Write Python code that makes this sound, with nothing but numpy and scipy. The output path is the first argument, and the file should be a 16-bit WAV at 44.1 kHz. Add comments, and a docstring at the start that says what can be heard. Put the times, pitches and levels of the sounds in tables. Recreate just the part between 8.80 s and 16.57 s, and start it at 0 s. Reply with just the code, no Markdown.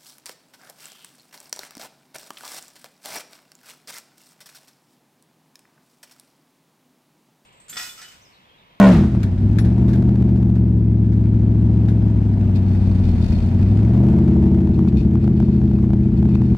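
"""A V8 exhaust booms in the cabin of a car creeping over gravel, heard with the window open.
A throttle blip howls, rasps and dies away; then unequal firing pulses excite the resonances of pipe
and cabin in a loping beat that now and then overloads the microphone. Hard firings tick.
Tyres hiss and crunch, loose trim clicks, a metal piece pings and a hand rubs on a camera shell."""
import sys
import numpy as np
from scipy import signal
from scipy.io import wavfile
from scipy.ndimage import uniform_filter1d, minimum_filter1d

SR = 44100
rng = np.random.default_rng(int(sys.argv[2]) if len(sys.argv) > 2 else 0)


def transcribe(u):
    """Save the signal u as a 16-bit wav file named by the first command-line argument.

    u: samples, shape (n,) or (channels, n), limited to [-1, 1]; the rate is SR.
    q: integer samples, one column per channel.
    """
    v = np.clip(np.atleast_2d(u).T, -1, 1)
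    q = np.round(v * 32767).astype(np.int16)
    wavfile.write(sys.argv[1], SR, q)


N = 342657
TIME = np.arange(N) / SR
OVERLOAD = .53  # the microphone's limit, share of full scale
REFERENCE_RPM, CRAWL_RPM, FAST_RPM = 1700, 1400, 2040

# Levels in the tables are relative: each source applies its own gain.
# Likeness of left and right noise: frequency_hz, correlation
STEREO_CORRELATION = [(300, 0.8), (700, 0.73), (1400, 0.29), (2800, 0.1), (5000, 0.039)]
# Rolling noise of the tyres: time_s, level_db
TYRE_LEVELS = [(0.4, -47.5), (1.06, -48), (1.96, -55), (2.9, -50), (3.4, -49.5), (4.45, -45), (5.5, -48.5),
               (5.9, -50.5), (7.1, -52), (7.77, -49)]
# Spectrum of the gravel hiss: frequency_hz, density_db
GRAVEL_SPECTRUM = [(530, -29), (900, 1), (1000, -17.5), (1270, -8), (1710, -12), (2170, -11), (2510, -15),
                   (3070, -17), (4390, -20.5), (5440, -25), (10200, -34), (14400, -50), (15500, -58)]
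# Strokes of the hand: start_s, level_db, length_s, upper_modes_db
HAND_STROKES = [(3.745, -44, 0.05, -4), (3.698, -57, 1, -1), (4.204, -51.5, 0.2, -5),
                (4.347, -50.5, 0.44, 0), (4.7, -56, .6, -5.5), (5.93, -55, 0.045, -2),
                (6.07, -50, 0.046, -4), (6.155, -43.5, 0.11, -6), (6.4, -50, 0.086, -6),
                (6.56, -55, 0.024, -2), (6.5, -58.5, 0.6, -2.5), (7.226, -52, 0.035, -7),
                (7.36, -51.5, 0.05, -2.5), (7.47, -50.5, 0.18, -8), (7.62, -55, 0.14, -2.5)]
# Modes of the camera shell: pitch_hz, width_hz, gain_db
SHELL_MODES = [(2505, 140, 1), (2940, 74, -4), (3280, 78, -4.5), (3660, 170, 3.5), (4160, 140, -0.5),
               (4330, 120, 3.5), (4700, 92, 0.5), (5160, 100, -8.5), (5550, 96, -10.5), (7100, 130, -14.5)]
# Impacts on a small metal piece: start_s, level_db
METAL_IMPACTS = [(.46, -70), (0.797, -44)]
# Modes of the metal piece: pitch_hz, gain_db, t60_s
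METAL_MODES = [(5500, -4, 0.12), (10110, 0.5, 0.1), (11510, -21.5, .2), (15500, -24, .12)]
# Impacts of loose trim: start_s, level_db, t60_s, pan_db
TRIM_IMPACTS = [(0.43, -23, 0.053, 2.5), (0.784, -21, 0.057, 9.5), (0.845, -36, 0.19, 0.5),
                (1.079, -37.5, 0.35, 6), (1.131, -31, 0.08, 0), (1.571, -43.5, 0.081, -5),
                (1.752, -39.5, 0.098, 1.5), (2.32, -42, 0.24, -0.5), (3.083, -32.5, 0.11, 1.5)]
# Modes of the plastic trim: pitch_hz, width_hz, gain_db
PLASTIC_MODES = [(1620, 300, 22.5), (2010, 820, 5), (3500, 790, 8.5), (4070, 200, -19), (5700, 230, -28.5),
                 (8600, 1000, -31.5), (11000, 4000, -17)]
# Crankshaft speed: time_s, speed_rpm
CRANK_SPEED = [(0.0, 3010), (0.09, 2850), (0.23, 2087), (0.51, 1362), (0.85, 1683), (1.13, 1822),
               (1.35, 1806), (2.05, 1642), (2.6, 1600), (3.15, 1638), (3.37, 1581), (3.7, 1442),
               (4.15, 1420), (4.49, 1237), (4.91, 1480), (5.35, 1975), (5.65, 2068), (5.95, 2040),
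               (6.42, 1933), (6.85, 1917), (7.13, 1845), (7.43, 1892), (7.77, 1841)]
# Unsteady combustion, as the relative spread of firing strength: time_s, spread
FIRING_SPREAD = [(0, 0.5), (.45, 0.5), (.8, 0.25), (3.2, 0.16), (3.7, 0.26), (4.5, 0.5), (5.0, 0.2),
                 (5.6, 0.25), (6.1, 0.46), (7.77, 0.42)]
# Cylinders in firing order: strength_db, offset_ms
FIRING_ORDER = [(-1, -11.71), (-4.6, -13.44), (-2.6, -12.11), (2.5, -11.58), (-.6, -14.23), (-.5, -11.4),
                (-3.8, -12), (1.7, -12.98)]
# Single hard firings that overload the microphone: start_s, level_db
OVERLOAD_PEAKS = [(0.186, -29), (0.236, -28), (0.244, -30), (0.349, -28), (1.026, -32), (1.092, -29),
                  (1.159, -28), (1.225, -27), (1.291, -26.5), (1.357, -26.5), (1.424, -26), (1.491, -28),
                  (1.56, -29), (1.628, -29), (1.698, -31), (1.767, -33), (1.838, -35), (5.15, -31),
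                  (5.176, -30), (5.286, -25), (5.387, -28), (5.477, -30), (5.638, -28), (5.665, -31),
                  (5.747, -31), (5.805, -33), (5.816, -32), (5.873, -29), (5.991, -26), (6.05, -33),
                  (6.075, -30), (6.354, -27), (6.442, -30), (6.477, -26), (6.601, -25), (6.628, -33),
                  (6.815, -31), (6.913, -31), (6.986, -33), (7.04, -32), (7.104, -30), (7.133, -27),
                  (7.427, -28), (7.454, -30), (7.489, -31), (7.554, -26), (7.618, -27), (7.748, -30)]
# Strength of the exhaust: time_s, boom_db, rush_db
EXHAUST_LEVELS = [(0, -18, -30), (0.15, -2, -46), (0.27, -16.5, -56), (0.42, -14, -57), (0.48, -19, -55.5),
                  (0.62, -14, -57), (0.95, -12, -52.5), (1.3, -13, -53.5), (2.15, -13.5, -60),
                  (3.04, -12, -54), (3.4, -14.5, -55), (4.25, -13.5, -52.5), (4.65, -16, -52.5),
                  (4.88, -10.5, -52.5), (5.3, -9, -48), (6.05, -14, -57), (7.77, -13, -58)]
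# Left-right balance of the boom as the camera turns: time_s, pan_db
BOOM_PAN = [(0, .3), (.7, 1.1), (2.5, 1.5), (4.3, 1.9), (5.3, 1.2), (7.77, 1.1)]
# Spectrum of the rushing gas: frequency_hz, density_db
RUSH_SPECTRUM = [(250, -6.5), (420, -2), (520, -8), (670, -6.5), (900, -10.5), (1150, -23), (1800, -27),
                 (4000, -43)]
# Partials of the howl: multiple_of_cycle_rate, gain_db
HOWL_PARTIALS = [(8, 0), (11, -9), (5, -19)]
# Higher cabin modes: pitch_hz, width_hz, gain_db
UPPER_CABIN_MODES = [(550, 13, -9.5), (610.5, 24, 1), (652.5, 12, 6.5), (702, 17, 2), (774, 15, -5.5),
                     (912, 8.9, -1), (936.5, 10, -7)]
# Cabin modes that grow with engine speed: pitch_hz, width_hz, slope_db_per_100_rpm
CABIN_DRONE_MODES = [(208, 16, 1.08), (330, 26, 2.0), (418, 37, 1.3)]
# Low modes of tailpipe and cabin: pitch_hz, width_hz, gain_db, polarity
PIPE_CABIN_MODES = [(68, 14.6, 6.5, -1), (88.6, 20.2, 3, -1), (120.5, 39, 1, 1), (188.2, 26.1, 1.65, 1),
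                    (199.1, 9.4, -8, 1), (235.6, 13.1, 2.6, -1), (280.8, 25, -10, 1),
                    (321.8, 20.5, -7.5, 1), (359.1, 16, -8, -1), (391.7, 24, -12.5, 1), (428, 14, -19, 1)]


def from_db(db):
    """Amplitude ratio of a level in decibels."""
    return 10 ** (np.asarray(db) / 20)


def unit_rms(x):
    """Normalisation to unit mean power."""
    return x / np.sqrt(np.mean(x ** 2) + 1e-20)


def in_time(rows, at=TIME):
    """Linear interpolation of a table's columns in time."""
    times, *columns = np.transpose(rows)
    return [np.interp(at, times, column) for column in columns]


def at_hz(rows, hz):
    """Interpolation of a spectrum on a log-frequency axis."""
    frequencies, values = np.transpose(rows)
    return np.interp(np.log(hz), np.log(frequencies), values)


def panned(x, pan_db):
    """Localisation by level difference, left minus right."""
    return x * from_db(np.array([[.5], [-.5]]) * pan_db)


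def stereo(mid, side):
    """Sum and difference give the left and right channels."""
    return mid + side * [[1], [-1]]


def cut(x, hz, kind, order=2):
    """Butterworth filter, maximally flat in its passband."""
    return signal.sosfilt(signal.butter(order, hz, kind, fs=SR, output="sos"), x)


def drift(rate_hz):
    """Random fluctuation: interpolation between values of unit variance."""
    knots = unit_rms(rng.standard_normal(4000))
    return np.interp(TIME * rate_hz, np.arange(len(knots)), knots)


def decay(start_s, t60_s, rise_s):
    """Exponential damping after a quick rise: 60 dB lost in t60_s."""
    age = np.clip(TIME - start_s, 0, 2 * t60_s)
    return (1 - np.exp(-age / rise_s)) * np.exp(-np.log(1000) * age / t60_s)


def resonance(x, hz, width_hz):
    """Damped resonator: a two-pole band-pass of unit peak gain."""
    radius = np.exp(-np.pi * width_hz / SR)
    feedback = [1, -2 * radius * np.cos(2 * np.pi * hz / SR), radius ** 2]
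    return signal.lfilter(np.array([1, 0, -1]) * (1 - radius ** 2) / 2, feedback, x + 1e-18)


def modal_response(force, modes):
    """Superposition of a body's driven modes, at unit power."""
    return unit_rms(sum(from_db(db) * resonance(force, hz, width) for hz, width, db in modes))


def modal_noise(modes):
    """Broadband excitation of a body's modes, in stereo."""
    return modal_response(rng.standard_normal((2, N)), modes)


def banded_noise(spectrum, low_hz, high_hz, flicker_db=0, bands=12):
    """Partly coherent stereo noise of unit power, each band with its own level and correlation."""
    noise, edges = 0, np.geomspace(low_hz, high_hz, bands + 1)
    white = rng.standard_normal((2, 2, N))
    for k, band in enumerate(zip(edges, edges[1:])):
        mid, side = cut(white[k % 2], band, "band")
        centre_hz = np.sqrt(band[0] * band[1])
        correlation = at_hz(STEREO_CORRELATION, centre_hz)
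        gain = from_db(at_hz(spectrum, centre_hz) + flicker_db * drift(25))
        noise += gain * stereo(np.sqrt(1 + correlation) * mid, np.sqrt(1 - correlation) * side)
    return unit_rms(noise)


def tyres(stones_per_s=220, crunch=.35, gain_db=-4):
    """Amplitude modulation: single stones shift at random and roughen the gravel hiss."""
    stones = (rng.random(N) < stones_per_s / SR) * rng.exponential(1, N)
    grain = unit_rms(cut(stones, 270, "low"))
    hiss = banded_noise(GRAVEL_SPECTRUM, 1034, 16000, flicker_db=-.5)
    return from_db(in_time(TYRE_LEVELS)[0] + gain_db) * unit_rms((1 + crunch * grain) * hiss)


def hand_rubs(rise_share=.24, grip_db=-68, lowest_mode_db=-6.5, rough_db=4.5):
    """Friction: skin slips unevenly on the camera shell and excites its modes."""
    low_drive, upper_drive = from_db(grip_db), 0
    for start, db, length, upper_db in HAND_STROKES:
        stroke = from_db(db) * np.interp(TIME, [start, start + rise_share * length, start + length],
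                                         [0, 1, 0])
        low_drive += stroke
        upper_drive += from_db(upper_db) * stroke
    low = low_drive * from_db(lowest_mode_db) * modal_noise(SHELL_MODES[:1])
    upper = upper_drive * modal_noise(SHELL_MODES[1:])
    return panned((low + upper) * from_db(rough_db * drift(180)), pan_db=4.5)


def metal_pings():
    """Free vibration: a struck metal piece rings in a few high, damped modes."""
    ring = sum(from_db(db + mode_db) * decay(start, t60, rise_s=.002) * np.sin(2 * np.pi * hz * TIME)
               for start, db in METAL_IMPACTS for hz, mode_db, t60 in METAL_MODES)
    return panned(ring, pan_db=8)


def trim_clicks(gain_db=-7, rise_s=.0016, tail_db=-19, tail_t60_s=.34):
    """Impact and reverberation: loose plastic chatters and the cabin carries a faint tail."""
    envelope = 0
    for start, db, t60, pan_db in TRIM_IMPACTS:
        tail = from_db(tail_db) * decay(start, tail_t60_s, rise_s)
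        envelope += panned(from_db(db + gain_db) * (decay(start, t60, rise_s) + tail), pan_db)
    return envelope * modal_noise(PLASTIC_MODES)


def body_shake(base_db=-21, db_per_rpm=-.01, width=.25):
    """Forced vibration: the body rumbles in proportion to uneven firing, less at higher speed."""
    mid, side = cut(rng.standard_normal((2, N)), [42, 66], "band")
    excess_rpm = np.minimum(in_time(CRANK_SPEED)[0], FAST_RPM) - REFERENCE_RPM
    amplitude = from_db(base_db + db_per_rpm * excess_rpm) * in_time(FIRING_SPREAD)[0]
    return amplitude * unit_rms(stereo(mid, width * side))


def overload_ticks(flat_s=.0011, dull_hz=900, width=.25, gain_db=1.5, knock_per_spread=11):
    """Saturation: a flattened peak snaps on entry and exit; uneven running deepens the knock."""
    edges = np.zeros((2, N))
    for start, db in OVERLOAD_PEAKS:
        stretch, side = rng.standard_normal(2)
        edge_s = start + flat_s * np.array([1, 2 + .2 * stretch])
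        samples = np.clip(edge_s * SR, 0, N - 1).astype(int)
        edges[:, samples] += from_db(db + gain_db) * np.outer([1 + width * side, 1 - width * side], [1, .6])
    snap = signal.lfilter([1], [1, -np.exp(-2 * np.pi * dull_hz / SR)], edges + 1e-18)
    knock = knock_per_spread * in_time(FIRING_SPREAD)[0] * cut(snap, dull_hz, "low")
    return cut(cut(snap, 4000, "low", order=1) + knock, 300, "high")


def limiter(x):
    """Peak limiting: the gain dips briefly around pressure peaks above the overload level."""
    safe_gain = OVERLOAD / np.maximum(np.abs(x), OVERLOAD)
    held_gain = minimum_filter1d(safe_gain, size=600)
    return x * uniform_filter1d(uniform_filter1d(held_gain, size=300), size=300)


def gas_rush(pulses, level_db, throb=.19, gain_db=12):
    """Turbulence: the noise of the gas swells a little with every firing."""
    puffs = unit_rms(np.abs(cut(pulses, 120, "low")))
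    turbulence = banded_noise(RUSH_SPECTRUM, 282, 3296)
    return from_db(level_db + gain_db) * unit_rms((1 + throb * puffs) * turbulence)


def blip_rasp(start_db=-24, hold_s=.085, fall_db_per_s=105, width=.6):
    """Flow noise: the throttle blip tears gas through the pipe in a hiss that holds, then dies."""
    level_db = start_db - fall_db_per_s * np.clip(TIME - hold_s, 0, 1)
    hiss = cut(rng.standard_normal((2, N)), [650, 1700], "band", order=1)
    mid, side = cut(hiss, 4800, "low", order=1)
    return from_db(level_db) * unit_rms(stereo(mid, width * side))


def engine_cycles(lag_cycles=.072):
    """Phase as the integral of speed, in engine cycles of two crank turns."""
    return np.cumsum(in_time(CRANK_SPEED)[0]) / (2 * 60 * SR) - lag_cycles


def blip_howl(start_db=9, hold_s=.05, fall_db_per_s=190, waver_db=2.5):
    """Pipe resonance: at the top of the blip the firing rate sounds as a strong, loping tone."""
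    cycles = engine_cycles()
    tone = sum(from_db(db) * np.sin(2 * np.pi * order * cycles) for order, db in HOWL_PARTIALS)
    level_db = start_db - fall_db_per_s * np.clip(TIME - hold_s, 0, 1)
    return from_db(level_db + waver_db * drift(90)) * tone


def cabin_growl(pulses, level_db, gain_db=5.5):
    """Impulse excitation: the sharp edge of each firing rings the higher cabin modes."""
    return from_db(level_db + gain_db) * modal_response(pulses, UPPER_CABIN_MODES)


def cabin_drone(boom):
    """Resonant emphasis: the boom's upper bands swell with speed and sink at a crawl."""
    excess_rpm = np.clip(in_time(CRANK_SPEED)[0], CRAWL_RPM, FAST_RPM) - REFERENCE_RPM
    return boom + sum((from_db(slope * excess_rpm / 100) - 1) * resonance(boom, hz, width)
                      for hz, width, slope in CABIN_DRONE_MODES)


def firings(jitter_ms_per_spread=.4):
    """Quasi-periodic pulse train, eight pulses a cycle; unequal pipes make the beat lope."""
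    cycles, cylinders = engine_cycles(), len(FIRING_ORDER)
    number = np.arange(np.ceil(cycles[0] * cylinders), cycles[-1] * cylinders).astype(int)
    even_s = np.interp(number / cylinders, cycles, TIME)
    strength_db, offset_ms = np.array(FIRING_ORDER)[number % cylinders].T
    spread = in_time(FIRING_SPREAD, even_s)[0]
    timing_scatter, strength_scatter = spread * rng.standard_normal((len(number), 2)).T
    arrival_s = even_s + (offset_ms + jitter_ms_per_spread * timing_scatter) / 1000
    pulses = np.zeros(N)
    pulses[np.clip(arrival_s * SR, 0, N - 1).astype(int)] = from_db(strength_db) * (1 + strength_scatter)
    return pulses


def exhaust_boom(pulses, level_db, muffler_hz=352.5):
    """Source and filter: the pulses ring in pipe and cabin, and the muffler acts as a low-pass."""
    ring = sum(polarity * from_db(db) * resonance(pulses, hz, width)
               for hz, width, db, polarity in PIPE_CABIN_MODES)
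    muffled = cut(ring, muffler_hz, "low", order=4)
    local_power = uniform_filter1d(uniform_filter1d(muffled ** 2, size=6000), size=3200)
    return from_db(level_db) * muffled / np.sqrt(np.abs(local_power) + 1e-16)


def scene():
    """Superposition of the exhaust, which saturates the microphone, and the small sounds around it."""
    boom_db, rush_db = in_time(EXHAUST_LEVELS)
    pulses, pan_db = firings(), in_time(BOOM_PAN)[0]
    rumble = limiter(cabin_drone(exhaust_boom(pulses, boom_db)) + body_shake())
    exhaust = panned(rumble + blip_howl(), pan_db) + blip_rasp() + cabin_growl(pulses, rush_db)
    # the howl drives the microphone to its limit and comes out as a square-edged buzz
    limit = panned(OVERLOAD, pan_db)
    engine = np.clip(exhaust, -limit, limit) + overload_ticks() + gas_rush(pulses, rush_db)
    return engine + tyres() + trim_clicks() + metal_pings() + hand_rubs()


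def record(dry, low_hz=11, high_hz=15800):
    """Band limiting: a gentle high-pass and a steep elliptic low-pass."""
    low_pass = signal.ellip(10, .1, 80, high_hz, fs=SR, output="sos")
    return signal.sosfilt(low_pass, cut(dry, low_hz, "high", order=1))


dry = scene()
out = record(dry)
transcribe(out)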